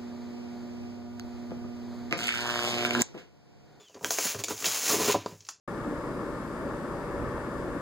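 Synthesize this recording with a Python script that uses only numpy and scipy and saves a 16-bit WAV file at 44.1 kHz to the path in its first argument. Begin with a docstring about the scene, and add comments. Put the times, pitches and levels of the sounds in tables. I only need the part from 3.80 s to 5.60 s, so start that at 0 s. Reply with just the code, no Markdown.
"""Sliding a card out of plastic packaging

In a small furnished room, hands pull a cardboard card out of a stiff plastic blister.
The plastic squeaks under a finger and snaps as small patches of it buckle. The card rasps
along it in two long pulls, and the hollow shell judders and knocks as the card comes free.
A few light ticks follow. One microphone hears it all."""
import sys
import numpy as np
from scipy import signal
from scipy.io import wavfile

SR = 44100
rng = np.random.default_rng(int(sys.argv[2]) if len(sys.argv) > 2 else 0)


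def output_pcm(signal):
    """Save a mono or channel-first signal as 16-bit PCM at the path in sys.argv[1].

    Samples are clipped to [-1, 1] before scaling.
    """
    pcm = np.clip(np.atleast_2d(signal).T, -1, 1) * 32767
    wavfile.write(sys.argv[1], SR, np.round(pcm).astype(np.int16))


N = 79380

# The tone of the steady background. Each row: frequency in Hz, gain in dB.
BACKGROUND_TONE = [(25, 1), (100, 14.5), (450, 1), (1000, 4.5), (3000, -5.5), (7000, -19.5),
                   (15000, -34)]
# How long the room echoes. Each row: frequency in Hz, seconds to fade by 60 dB.
ROOM_FADE = [(120, 0.29), (500, 0.13), (1500, 0.18), (4000, 0.25), (7000, 0.22), (15000, 0.11)]
# The path of the squeak. Each row: time in seconds, pitch in Hz, level in dB.
SQUEAK_PATH = [(0, 3530, -55), (.045, 3426, -59.5), (.08, 3010, -54), (.11, 2860, -67), (.14, 2520, -60)]
# The notes of the hollow shell. 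Each row: frequency in Hz, gain in dB, seconds to fade by 60 dB.
SHELL_NOTES = [(103.1, -9.5, 0.22), (156, -24, 0.0365), (248, -5.5, 0.056), (317.4, -3, 0.083),
               (422, -2, 0.023), (440, -0.5, 0.12), (521, 7.5, 0.023), (684, 6.5, 0.025), (880, -24, 0.12),
               (979, 12.5, 0.037), (1090, -12, 0.054), (1160, 2, 0.042)]
# How hard the shell shakes. Each row: time in seconds, level in dB.
JUDDER_LEVELS = [(0, -51.5), (.06, -72), (.14, -67), (.16, -44), (.2, -62), (.25, -33.5), (.29, -45.5),
                 (.39, -56), (.43, -56), (.46, -34), (.51, -69), (.54, -53), (.555, -32.5), (.578, -54),
                 (.605, -35.5), (.65, -62), (.72, -31), (.76, -81), (.81, -48.5), (.865, -35.5), (.92, -53),
                 (1.0, -50.5), (1.07, -45.5), (1.14, -26.5), (1.175, -36), (1.205, -25.5), (1.27, -31.5),
                 (1.298, -20), (1.333, -51), (1.362, -23), (1.385, -75), (1.44, -49.5), (1.5, -51),
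                 (1.535, -49), (1.58, -68), (1.68, -71), (1.8, -80.5)]
# The tone of the slips that shake it. Each row: frequency in Hz, gain in dB.
JUDDER_TONE = [(50, -12.5), (110, 0), (200, 4.5), (420, 7), (700, -2), (1200, -6), (2000, -8.5),
               (4000, -18.5), (10000, -98)]
# Bumps on the shell. Each row: start in seconds, level in dB, treble cutoff in Hz, fade in seconds.
SHELL_KNOCKS = [(0.152, -42.5, 506, 0.011), (0.217, -47, 242, 0.0066), (0.454, -39, 610, 0.0095),
                (0.553, -35.5, 168, 0.027), (0.71, -40.5, 170, 0.011), (0.863, -43.5, 153, 0.03),
                (1.101, -27.5, 1440, 0.0085), (1.2255, -48, 1390, 0.0039), (1.291, -66, 375, 0.0049),
                (1.2993, -24.5, 1180, 0.0045), (1.3432, -23, 1110, 0.0027), (1.3487, -19.5, 600, 0.0033),
                (1.4604, -27, 1160, .002), (1.523, -42, 192, 0.03), (1.613, -64, 129, .012)]
# The notes of the thin plastic sheet. 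Each row: frequency in Hz, width in Hz, gain in dB.
SHEET_NOTES = [(1130, 84, -4), (1530, 30, -11), (1920, 57, -11), (2360, 270, -6.5), (2740, 76, -3),
               (3140, 45, -17), (4110, 43, -12), (5260, 110, -6.5)]
# How loudly the card rasps. Each row: time in seconds, level in dB.
RASP_LEVELS = [(0, -57.5), (.06, -61.5), (.2, -56), (.24, -44), (.26, -33.5), (.303, -36), (.318, -24),
               (.365, -31), (.41, -26), (.46, -24.5), (.51, -28.5), (.545, -37), (.58, -43.5), (.602, -34),
               (.628, -49), (.67, -45), (.705, -30), (.755, -41.5), (.8, -35), (.838, -33), (.858, -24),
               (.885, -26.5), (.96, -26), (1.01, -29.5), (1.06, -24.5), (1.1, -20.5), (1.135, -21),
               (1.185, -28), (1.24, -25), (1.315, -24.5), (1.336, -34), (1.38, -47.5), (1.45, -54.5),
               (1.49, -49.5), (1.55, -54), (1.64, -59), (1.71, -46.5), (1.75, -94), (1.8, -85.5)]
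# The tone of the card's slips. Each row: frequency in Hz, gain in dB.
RASP_TONE = [(100, -29), (250, -4.5), (450, 1.5), (900, 1), (1500, 1), (2300, 0.5), (3200, 1.5),
             (4500, 1.5), (7000, 1.5), (11000, 9.5), (15500, 2.5)]
# A boost or cut to the rasp's low and middle range. Each row: time in seconds, gain in dB.
RASP_BODY_GAIN = [(0, 11), (.22, -12), (.33, -4), (.37, 0.5), (.44, 0), (.6, 3), (.78, -0.5), (.9, 1.5),
                  (1.1, 1), (1.28, 4), (1.42, 12.5), (1.6, -3.5)]
# The notes of a buckling patch. Each row: multiple of its pitch, gain in dB, seconds to fade by 60 dB.
PATCH_NOTES = [(1, -1, 0.016), (1.24, 1, .008), (1.46, 1.5, 0.0062), (2.0, -9, .006)]
# Snaps of the plastic. Each row: start in seconds, body level in dB, ring level in dB,
# treble level in dB, fade of the crack in seconds, pitch of the patch in Hz.
PLASTIC_SNAPS = [(.084, -75, -62, -66, 0.0018, 2960), (.097, -54, -76, -64, 0.0088, 1180),
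                 (0.1435, -54, -53.5, -53, 0.0073, 1210), (.171, -49, -66, -76, 0.0017, 1250),
                 (.193, -78, -61, -74, 0.0022, 1870), (0.21, -43, -61, -66, .005, 1750),
                 (0.228, -47, -56, -54, 0.0048, 1190), (0.2453, -32, -27, -31, 0.0013, 1630),
                 (0.3062, -29, -31.5, -25.5, 0.0033, 1180), (0.385, -28, -29, -28, 0.0057, 1570),
                 (0.5461, -39, -37.5, -46, 0.0022, 1240), (.591, -50, -42, -43.5, 0.0055, 1100),
                 (0.6379, -38, -37, -28.5, 0.0027, 2540), (.6435, -74, -41.5, -32, 0.0023, 2310),
                 (.6835, -39.5, -38, -37, 0.0033, 990), (.7065, -32, -34.5, -43, 0.0064, 940),
                 (.778, -71, -53, -46, 0.0034, 2620), (.824, -55, -40.5, -40.5, 0.0034, 1220),
                 (0.8429, -35.5, -27.5, -35.5, 0.006, 2230), (.857, -57, -26, -29, 0.009, 3320),
                 (.865, -38, -57, -27, 0.00067, 2760), (1.3215, -62, -31, -28.5, 0.0053, 2570),
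                 (1.4605, -43, -47.5, -43.5, 0.0015, 1170), (1.605, -81.5, -68, -53, 0.0055, 4240),
                 (1.624, -93.5, -97, -64.5, 0.0014, 4300), (1.65, -93, -70, -55.5, 0.0046, 5300),
                 (1.667, -85, -64, -57, 0.0037, 2280), (1.688, -61, -38.5, -37, 0.004, 1154)]
# The tone of the microphone. Each row: frequency in Hz, gain in dB.
MIC_TONE = [(25, -19), (55, -10.5), (100, -2), (200, -3), (4000, -3), (5500, 1), (6700, 7), (7400, 2.5),
            (8100, -9), (9000, -11), (10300, -8.5), (11500, -12), (13100, -16), (14700, -4), (15800, -2)]


def amp(db):
    """Turns decibels into a number to multiply by."""
    return 10 ** (np.asarray(db) / 20)


def evened(x):
    """Scales a sound to an average (rms) size of 1."""
    return x / np.sqrt(np.mean(x ** 2) + 1e-20)


def at_level(x, db):
    """Sets a hit's level as if all its energy fell within a hundredth of a second."""
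    return amp(db) * x / np.sqrt(np.sum(x ** 2) / (.01 * SR) + 1e-20)


def read(points, hz):
    """Looks up a table by frequency, with octaves evenly spaced."""
    f, value = np.transpose(points)
    return np.interp(np.log(hz + 1), np.log(f + 1), value)


def curve(points, column=1):
    """Joins a table's points in time with straight lines, one value per sample."""
    columns = np.transpose(points)
    return np.interp(np.arange(N) / SR, columns[0], columns[column])


def add(mix, start_s, sound):
    """Mixes a sound in at its start time."""
    part = mix[max(round(start_s * SR), 0):][:len(sound)]
    part += sound[:len(part)]


def band(x, hz, kind, order=2):
    """Keeps the lows, the highs or a band between two frequencies."""
    return signal.sosfilt(signal.butter(order, hz, kind, fs=SR, output="sos"), x)


def below(x, hz):
    """Keeps the part of a sound under a frequency, without delaying it."""
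    return signal.fftconvolve(x, signal.firwin(31, hz, fs=SR), "same")


def colour(x, tone, size=4096):
    """Shapes a sound with a tone table; the filter rings only after each hit, never before."""
    log_gain = np.log(amp(read(tone, abs(np.fft.fftfreq(size, 1 / SR)))))
    spectrum = np.exp(np.conj(signal.hilbert(log_gain)))
    taps = np.fft.ifft(spectrum).real
    return signal.fftconvolve(x, taps[:size // 2])[:len(x)]


def slips(per_s, spread_db=1):
    """Surfaces stick and let go, making random clicks of uneven size."""
    size = amp(spread_db * np.minimum(rng.exponential(1, N), 4))
    return size * rng.choice([-1., 1.], N) * (rng.random(N) < per_s / SR)


def burst(fade_s, rise_s=0.00061, size=6000):
    """Many tiny breaks of contact make a puff of noise that dies away."""
    t = np.arange(size) / SR
    return rng.choice([-1., 1.], size) * np.minimum(t / rise_s, 1) * np.exp(-t / fade_s)


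def blow(fade_s, jolt):
    """One clean jolt, then a dying chatter of contacts."""
    push = burst(fade_s)
    push = push / np.linalg.norm(push)
    push[int(.0005 * SR)] += jolt
    return push


def background(level_db=-70.5):
    """A faint, steady, low rush of noise."""
    return amp(level_db) * evened(colour(rng.standard_normal(N), BACKGROUND_TONE))


def room(x, echo_db, echoes_per_s=4000, delay_s=0.0045, size=22050):
    """The room adds scattered echoes, each frequency fading at its own speed."""
    echoes = rng.choice([-1., 1.], size) * (rng.random(size) < echoes_per_s / SR)
    echoes *= np.arange(size) / SR > delay_s
    hz, t, spectrum = signal.stft(echoes, SR, nperseg=256)
    fade = amp(-60 * t / read(ROOM_FADE, hz)[:, None])
    tail = signal.istft(spectrum * fade, SR, nperseg=256)[1]
    return x + amp(echo_db) * signal.fftconvolve(x, tail / np.linalg.norm(tail))[:N]


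def squeak():
    """A finger on the plastic makes a thin, falling squeak."""
    t = np.arange(N) / SR
    wobble = evened(band(rng.standard_normal(N), 666.7, "low"))
    pitch_hz = curve(SQUEAK_PATH) * (1 + 0.0093 * wobble)
    phase = 2 * np.pi * np.cumsum(pitch_hz) / SR
    octave = amp(-7 - 170 * t) * np.sin(2 * phase)  # fades by 170 dB a second
    fade_out = np.clip((SQUEAK_PATH[-1][0] - t) / 0.0081, 0, 1)
    return fade_out * amp(curve(SQUEAK_PATH, column=2)) * (np.sin(phase) + octave)


def shell(push, ring_db=5.5):
    """The hollow shell passes a push on and rings with its own notes."""
    t = np.arange(SR // 4) / SR
    ring = sum(amp(db - 60 * t / fade_s) * np.cos(2 * np.pi * hz * t) for hz, db, fade_s in SHELL_NOTES)
    ring = ring / np.sqrt(np.sum(ring ** 2) * SR / 2000)
    return push + amp(ring_db) * signal.fftconvolve(push, ring)[:len(push)]


def judder():
    """The dragging card shakes the whole shell with slower, heavier slips."""
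    shake = shell(colour(slips(per_s=500), JUDDER_TONE))
    return evened(shake) * amp(curve(JUDDER_LEVELS))


def knocks():
    """Card and hand bump the hollow shell."""
    out = np.zeros(N)
    for start_s, db, top_hz, fade_s in SHELL_KNOCKS:
        push = band(blow(fade_s, jolt=0.92), top_hz, "low", order=5)
        push = band(push, 81 + 0.041 * top_hz, "high")  # harder knocks carry less bass
        add(out, start_s, at_level(shell(push), db))
    return out


def sheet(x):
    """The thin plastic passes the slips on and rings; wider notes die sooner."""
    t = np.arange(SR // 25) / SR
    ring = np.zeros(len(t))
    for hz, width_hz, db in SHEET_NOTES:
        fade = np.exp(-np.pi * width_hz * t)
        ring += amp(db) * 2 * np.pi * width_hz / SR * fade * np.cos(2 * np.pi * hz * t)
    return x + signal.fftconvolve(x, ring)[:N]


def rasp(dull_under_db=-46.5):
    """The card's edge slides over the plastic in thousands of tiny slips, duller when light."""
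    level_db = curve(RASP_LEVELS)
    scrape = evened(sheet(colour(slips(per_s=3900), RASP_TONE)))
    body, dull = below(scrape, hz=4700), below(scrape, hz=8300)
    treble, fizz = dull - body, scrape - dull
    fizz_gain = amp(0.44 * np.minimum(level_db - dull_under_db, 0))
    return (amp(curve(RASP_BODY_GAIN)) * body + treble + fizz_gain * fizz) * amp(level_db)


def patch(push, pitch_hz):
    """A small, stiff patch of plastic rings briefly when pushed."""
    t = np.arange(len(push)) / SR
    ring = sum(amp(db - 60 * t / fade_s) * np.sin(2 * np.pi * multiple * pitch_hz * t)
               for multiple, db, fade_s in PATCH_NOTES)
    return signal.fftconvolve(push, ring)[:len(push)]


def snaps(jolt=0.82, body_hz=(278, 864), crack_hz=(1190, 3330)):
    """A patch buckles: a bright crack, a short ring and a little of the shell's hollow body."""
    out = np.zeros(N)
    for start_s, body_db, ring_db, treble_db, fade_s, pitch_hz in PLASTIC_SNAPS:
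        ring = band(patch(blow(fade_s, jolt), pitch_hz), pitch_hz / 2, "high")
        body = shell(band(blow(2 * fade_s, jolt), body_hz, "band", order=3))
        crack = band(burst(fade_s), crack_hz, "band")
        # Weaker snaps are duller: their top drops an octave for every 10 dB.
        top_hz = np.clip(15600 * 2 ** ((treble_db + 30) / 10), SR / 8, 0.45 * SR)
        treble = band(burst(fade_s), crack_hz[1], "high")
        treble = band(treble, top_hz, "low", order=3)
        for part, db in (body, body_db), (crack, ring_db - 12), (ring, ring_db), (treble, treble_db):
            add(out, start_s, at_level(part, db))
    return out


def scene():
    """All the handling sounds in the room, the same in both channels."""
    mix = room(snaps(), echo_db=-7.5)
    mix += room(rasp() + squeak(), echo_db=-11)
    mix += room(knocks() + judder(), echo_db=-8)
    mix += background()
    return np.array([mix, mix])


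def record(dry):
    """The microphone adds its own tone, and the treble above 15920 Hz is cut."""
    treble_cut = signal.firwin(511, 15920, window=("kaiser", 9), fs=SR)
    return np.array([signal.fftconvolve(colour(x, MIC_TONE), treble_cut, "same") for x in dry])


dry = scene()
out = record(dry)
output_pcm(out)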